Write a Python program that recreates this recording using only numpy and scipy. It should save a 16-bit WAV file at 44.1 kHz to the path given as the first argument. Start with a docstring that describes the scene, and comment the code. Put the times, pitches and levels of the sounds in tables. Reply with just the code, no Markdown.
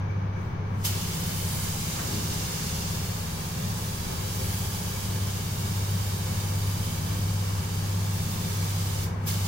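"""A painter sprays a car in a closed steel booth. From the start, air rushes through the ducts and the
extractor fan rumbles and whines, its blade tone beating against the motor's mains hum. After a faint puff,
the gun opens at 0.85 s with a spit of stored air, and its turbulent jet hisses along the panels. The gun
is raised, and an edge in the hiss glides down. Hose, clothes and feet scuff between 2 and 2.6 s and again
near 7.2 s. Just after 9 s the gun stops for a moment, then opens again."""
import sys
import numpy as np
from scipy import signal
from scipy.fft import rfft, irfft
from scipy.io import wavfile

SR = 44100
rng = np.random.default_rng(int(sys.argv[2]) if len(sys.argv) > 2 else 0)


def pcm_store(signal):
    """Save signal as 16-bit PCM."""
    levels = np.round(np.clip(np.atleast_2d(signal), -1, 1) * 32767)
    wavfile.write(sys.argv[1], SR, levels.astype(np.int16).T)


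N = 417627
TIME = np.arange(N) / SR
FREQ = np.maximum(np.arange(N // 2 + 1) * SR / N, 1)

# trigger pulls: (opening [s], closing [s], spit over steady flow [dB], spit decay [s], seep rise [dB/s])
TRIGGER_PULLS = [(0.85, 9.048, 16.5, 0.0073, 175), (9.272, 9.6, 7, 0.02, 270)]


def undb(db):
    """Amplitude ratio of a level in decibels."""
    return 10 ** (np.asarray(db) / 20)


def curve(rows, column=1):
    """Linear interpolation of one table column over time."""
    rows = np.array(rows)
    return np.interp(TIME, rows[:, 0], rows[:, column])


def colour(points):
    """Interpolation of (frequency [Hz], level [dB]) on a logarithmic frequency axis."""
    hz, db = np.transpose(points)
    return np.interp(np.log(FREQ), np.log(hz), db)


def resonance(hz, width_hz):
    """Magnitude response of a resonance with steep skirts."""
    return 1 / (1 + ((FREQ / hz - hz / FREQ) * hz / width_hz / 1.5) ** 2)


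def shape(x, gain):
    """Zero-phase filtering by multiplication of the spectrum."""
    return irfft(rfft(x) * gain, N)


def unit(x):
    """Normalisation to rms 1."""
    return x / np.sqrt(np.mean(x ** 2))


def pan(db):
    """Left and right gains for an interaural level difference."""
    return undb(np.array([[.5], [-.5]]) * db)


def noise():
    """Uncorrelated white noise for the two sides."""
    return rng.standard_normal((2, N))


def walk(rate_hz):
    """Random fluctuation of rms 1: noise low-passed near rate_hz."""
    hz = np.arange(N // 2 + 1) * SR / N
    return unit(shape(rng.standard_normal(N), np.exp(-(hz / rate_hz) ** 2)))


def gate(start, rise_s, stop, fall_s):
    """Envelope of smooth attack, hold and release."""
    return (1 + np.tanh((TIME - start) / rise_s)) * (1 - np.tanh((TIME - stop) / fall_s)) / 4


def swell(at, length_s):
    """Gaussian envelope, down to 1/e at length_s from its peak."""
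    return np.exp(-((TIME - at) / length_s) ** 2)


def faded(db, dips):
    """Amplitude modulation of a steady level by slow dips."""
    return undb(db - sum(depth_db * swell(at, length_s) for at, length_s, depth_db in dips))


def booth(spectrum, envelope, t60_s, direct_share=0.19, bounce=0.91, drift_s=.00009):
    """Noise in an enclosure: direct sound, early reflections and a diffuse field that stores energy."""
    source = unit(shape(rng.standard_normal(N), spectrum)) * envelope
    early = np.array([source, np.pad(source, (29, 0))[:N]])  # the left side hears it first
    for side in (0, 1) * 3:
        # each path off the car or a wall slowly changes length, so its comb wanders
        lag_s = rng.uniform(.001, .008) + drift_s * np.interp(TIME, np.arange(11), rng.standard_normal(11))
        early[side] += bounce * source[np.clip(np.arange(N) - (lag_s * SR).astype(int), 0, N - 1)]
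    early /= np.sqrt(1 + 3 * bounce ** 2)
    # moving air and a moving source scramble the late echoes into noise
    retained = np.exp(-np.log(1e6) / (t60_s * SR))
    energy = signal.lfilter([1 - retained], [1, -retained], envelope ** 2)
    diffuse = unit(shape(noise(), spectrum)) * np.sqrt(energy)
    return np.sqrt(direct_share) * early + np.sqrt(1 - direct_share) * diffuse


def ducts(level_db=-35.5, spacing_m=.24):
    """Duct turbulence as a diffuse field: only long waves are coherent between the two sides."""
    # air rushing through ducts and filters: (frequency [Hz], relative spectral density [dB])
    spectrum = [(25, -15), (55, -20.5), (85, -3.5), (115, -8.5), (180, -7.5), (270, -20.5), (720, -23.5),
                (850, -19), (1100, -20), (1400, -27), (2000, -31), (3800, -41.5), (6300, -46.5),
                (7300, -69), (15500, -60)]
    # its balance between the ears: (frequency [Hz], left minus right [dB])
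    balance = [(200, 3), (520, 0), (640, -1), (820, 5), (1000, -1.5), (1200, 4.5), (2000, 1.5), (5000, 0)]
    mid, side = noise()
    coherence = .995 * np.sinc(2 * FREQ * spacing_m / 343)
    air = shape(mid, np.sqrt(1 + coherence)) + np.array([[1], [-1]]) * shape(side, np.sqrt(1 - coherence))
    air = unit(shape(air, undb(colour(spectrum)) * pan(colour(balance))))
    return air * undb(level_db + 0.41 * walk(4.3))


def whine():
    """Narrow resonances excited by noise give a wavering whine."""
    # duct and fan drive resonances: (frequency [Hz], width [Hz], level [dB], left minus right [dB])
    modes = [(304, 11, -58, 3.5), (388.4, 21, -52, -0.5), (464, 16, -60.5, 3), (518.5, 10, -55.5, 6),
             (632, 66, -66, 2), (1656, 130, -57, 2), (2216, 35, -66, 0), (2283, 38, -62, 10.5),
             (2336, 31, -72.5, -12), (6120, 390, -67.5, -5)]
    gain = sum(unit(resonance(hz, width)) * undb(db) * pan(pan_db) for hz, width, db, pan_db in modes)
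    return shape(noise(), gain) * undb(2.24 * walk(11.4))


def fan(shaft_hz=16.433, blade_count=6, hum_hz=99.99, blade_db=-30, hum_db=-43, drone_db=-39.5):
    """Rotation gives shaft harmonics; the blade-passing tone beats against the nearby mains hum."""
    # thrum of the unbalanced fan: (harmonic number, level [dB])
    harmonics = [(1, -49.5), (2, -60.5), (3, -53.5), (4, -46), (5, -46), (7, -46), (8, -45), (9, -47.5),
                 (11, -45), (12, -51.5), (14, -54.5), (26, -57.5)]
    # dip of the blade tone: (time [s], half length [s], depth [dB])
    blade_dips = [(2.907, 1.9, 9.5)]
    # dips of the drone, the tenth harmonic: (time [s], half length [s], depth [dB])
    drone_dips = [(.25, 0.47, 9.8), (5.0, 0.92, 14)]
    clock = TIME - .13  # the first crest of the beat falls near 0.13 s
    turns = shaft_hz * clock + .004 * walk(1.2)
    thrum = 0
    for order, db in harmonics:
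        thrum = thrum + undb(db + 2 * walk(5.7)) * np.sin(2 * np.pi * (order * turns + rng.random()))
    drone = faded(drone_db, drone_dips) * np.sin(2 * np.pi * (10 * turns + rng.random()))
    blades = faded(blade_db, blade_dips) * np.sin(2 * np.pi * blade_count * turns)
    hum = undb(hum_db) * np.sin(2 * np.pi * hum_hz * clock)
    return np.sqrt(2) * (thrum + drone + blades + hum)


def scuffs():
    """Friction noise: soft, grainy rubs as the painter steps and drags the hose over the floor grating."""
    # hose, clothes and feet: (time [s], half length [s], centre [Hz], width [Hz], level [dB])
    rubs = [(1.995, 0.025, 1100, 1400, -37.5), (2.017, 0.066, 850, 600, -44),
            (2.115, 0.13, 272, 236, -36.5), (2.282, 0.18, 110, 90, -35.5), (2.548, 0.12, 1700, 900, -47.5),
            (7.18, 0.21, 90, 55, -34)]
    out = 0
    for at, length_s, hz, width_hz, db in rubs:
        rub = undb(db + 1.7 * walk(70)) * swell(at, length_s)
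        out = out + booth(resonance(hz, width_hz), rub, t60_s=0.22, direct_share=0.79, bounce=0.28)
    bass = shape(out, 1 / (1 + (FREQ / 330) ** 4))
    return out - bass + bass[0]  # long waves reach both sides alike


def valve(open_s=0.0088, close_s=0.0099, slit_s=.009, leak_db=-76, seep_db=-45, dribble_db=-63):
    """Envelopes of throttled flow: air seeps, stored pressure spits, the flow holds, then dribbles away."""
    flow, spit, half_open = 0, 0, 0
    seep = undb(leak_db) + undb(-67) * swell(.43, 0.071)  # steady leak and one faint puff
    for start, stop, spit_db, decay_s, rise_db_per_s in TRIGGER_PULLS:
        held = gate(start, open_s, stop, close_s)
        flow = flow + held
        spit = spit + held * undb(spit_db) * np.exp(-np.maximum(TIME - start, 0) / decay_s)
        seep = seep + (TIME < start) * undb(seep_db - rise_db_per_s * np.abs(start - TIME))
        seep = seep + (TIME > stop) * undb(dribble_db - 60 * np.abs(TIME - stop))
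        half_open = half_open + swell(start, slit_s) * undb(6) + swell(stop - .014, slit_s)
    return flow, spit, seep, half_open


def edge(flow, level_db=-42.5, raised_s=1.35, end_hz=5600, fall_oct=1.1, fall_s=.33):
    """Directivity: a band of the jet stands out while the gun is raised and falls as the nozzle turns."""
    raised = gate(raised_s, rise_s=0.33, stop=2.93, fall_s=0.074)
    air = booth(np.ones(len(FREQ)), flow * raised * undb(level_db), t60_s=.35)
    glide_oct = fall_oct * np.exp(-np.maximum(TIME - raised_s, 0) / fall_s)
    # the glide is a crossfade through six overlapping bands
    octaves = np.linspace(0, fall_oct, 6)
    weights = np.exp(-((glide_oct - octaves[:, None]) / .22) ** 2)
    weights = weights / weights.sum(axis=0)
    bands = (shape(air, unit(resonance(end_hz * ratio, 1750 * ratio))) for ratio in 2 ** octaves)
    return sum(weight * band for weight, band in zip(weights, bands))


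def off_panel(x, reflection=.17):
    """Comb filtering: the echo off the panel interferes with the hiss, shifting as the gap changes."""
    lag_s = .0013 + .00007 * walk(1)
    echo = x[:, np.clip(np.arange(N) - (lag_s * SR).astype(int), 0, N - 1)]
    return (x + reflection * echo) / np.hypot(1, reflection)


def spray_gun(trim_db=-1, beam_hz=8200, spit_top_db=4, slit_db=-39, hollow_db=-49, hollow_decay_s=0.41):
    """Turbulent jet noise: its body fills the booth, its short waves are beamed where the gun points."""
    # the jet as the gun is moved and aimed: (time [s], level before trim [dB], top octave offset [dB])
    strokes = [(1.05, -36.5, 0.0), (1.55, -36.5, 3), (1.7, -36.5, 0.5), (2.7, -35.5, -1), (3.15, -39.0, 0),
               (3.55, -39.5, -0.5), (3.8, -39, 0.5), (4.2, -38, -0.5), (4.45, -37.5, 2.5), (4.75, -38, 2.0),
               (5.1, -38.5, 0.0), (6.9, -39, 0.5), (7.4, -40.0, -1), (8.0, -40.0, -0.5), (8.2, -38.5, 0.5),
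               (8.9, -37.5, -0.5)]
    # hiss of the air cap: (frequency [Hz], relative spectral density [dB])
    spectrum = [(500, -10), (1500, -6.5), (2450, -3), (3000, 0), (4200, -1.3), (4850, 1.5), (5600, -1),
                (6700, 0.5), (7700, -3), (8500, -2.5), (10500, -3.5), (12600, -5), (15400, -3)]
    # colouring by reflections off the car and walls: (frequency [Hz], left minus right [dB])
    balance = [(1600, -3), (3100, 1), (3650, -5.5), (4750, 1), (5500, -3.5), (6600, -0.5), (7200, -4.5),
               (8400, 0.5), (11000, 0), (13000, -2), (15500, -3)]
    flow, spit, seep, half_open = valve()
    hiss = undb(colour(spectrum))
    beamed = 1 / (1 + (beam_hz / FREQ) ** 8)
    jet = undb(curve(strokes) + trim_db + 0.66 * walk(60))  # uneven break-up of the paint flutters
    body_level = jet * (flow + spit) + seep
    top_level = jet * undb(curve(strokes, column=2)) * (flow + spit * undb(spit_top_db)) + seep
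    body = booth(hiss * np.sqrt(1 - beamed), body_level, t60_s=0.39, direct_share=0.39, bounce=0.97)
    top = booth(hiss * np.sqrt(beamed), top_level, t60_s=0.24, direct_share=0.3, bounce=1.0)
    # the half-open valve is a narrow slit that sizzles very high
    slit = booth(resonance(13600, 2600), half_open * undb(slit_db), t60_s=.2, direct_share=.5)
    # the hiss rings hollow for a moment after the first pull
    since_pull = np.maximum(TIME - TRIGGER_PULLS[0][0], 0)
    hollow_level = flow * undb(hollow_db) * np.exp(-since_pull / hollow_decay_s)
    hollow = booth(resonance(2700, 450), hollow_level, t60_s=.3)
    return shape(off_panel(body + top + edge(flow) + slit + hollow), pan(colour(balance)))


def scene():
    """Superposition of ventilation, gun and painter."""
    return fan() + ducts() + whine() + spray_gun() + scuffs()


def record(dry, cutoff_hz=15800):
    """Band limiting: an elliptic low-pass cuts the highest treble steeply."""
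    return signal.sosfilt(signal.ellip(12, .1, 80, cutoff_hz, fs=SR, output="sos"), dry)


dry = scene()
out = record(dry)
pcm_store(out)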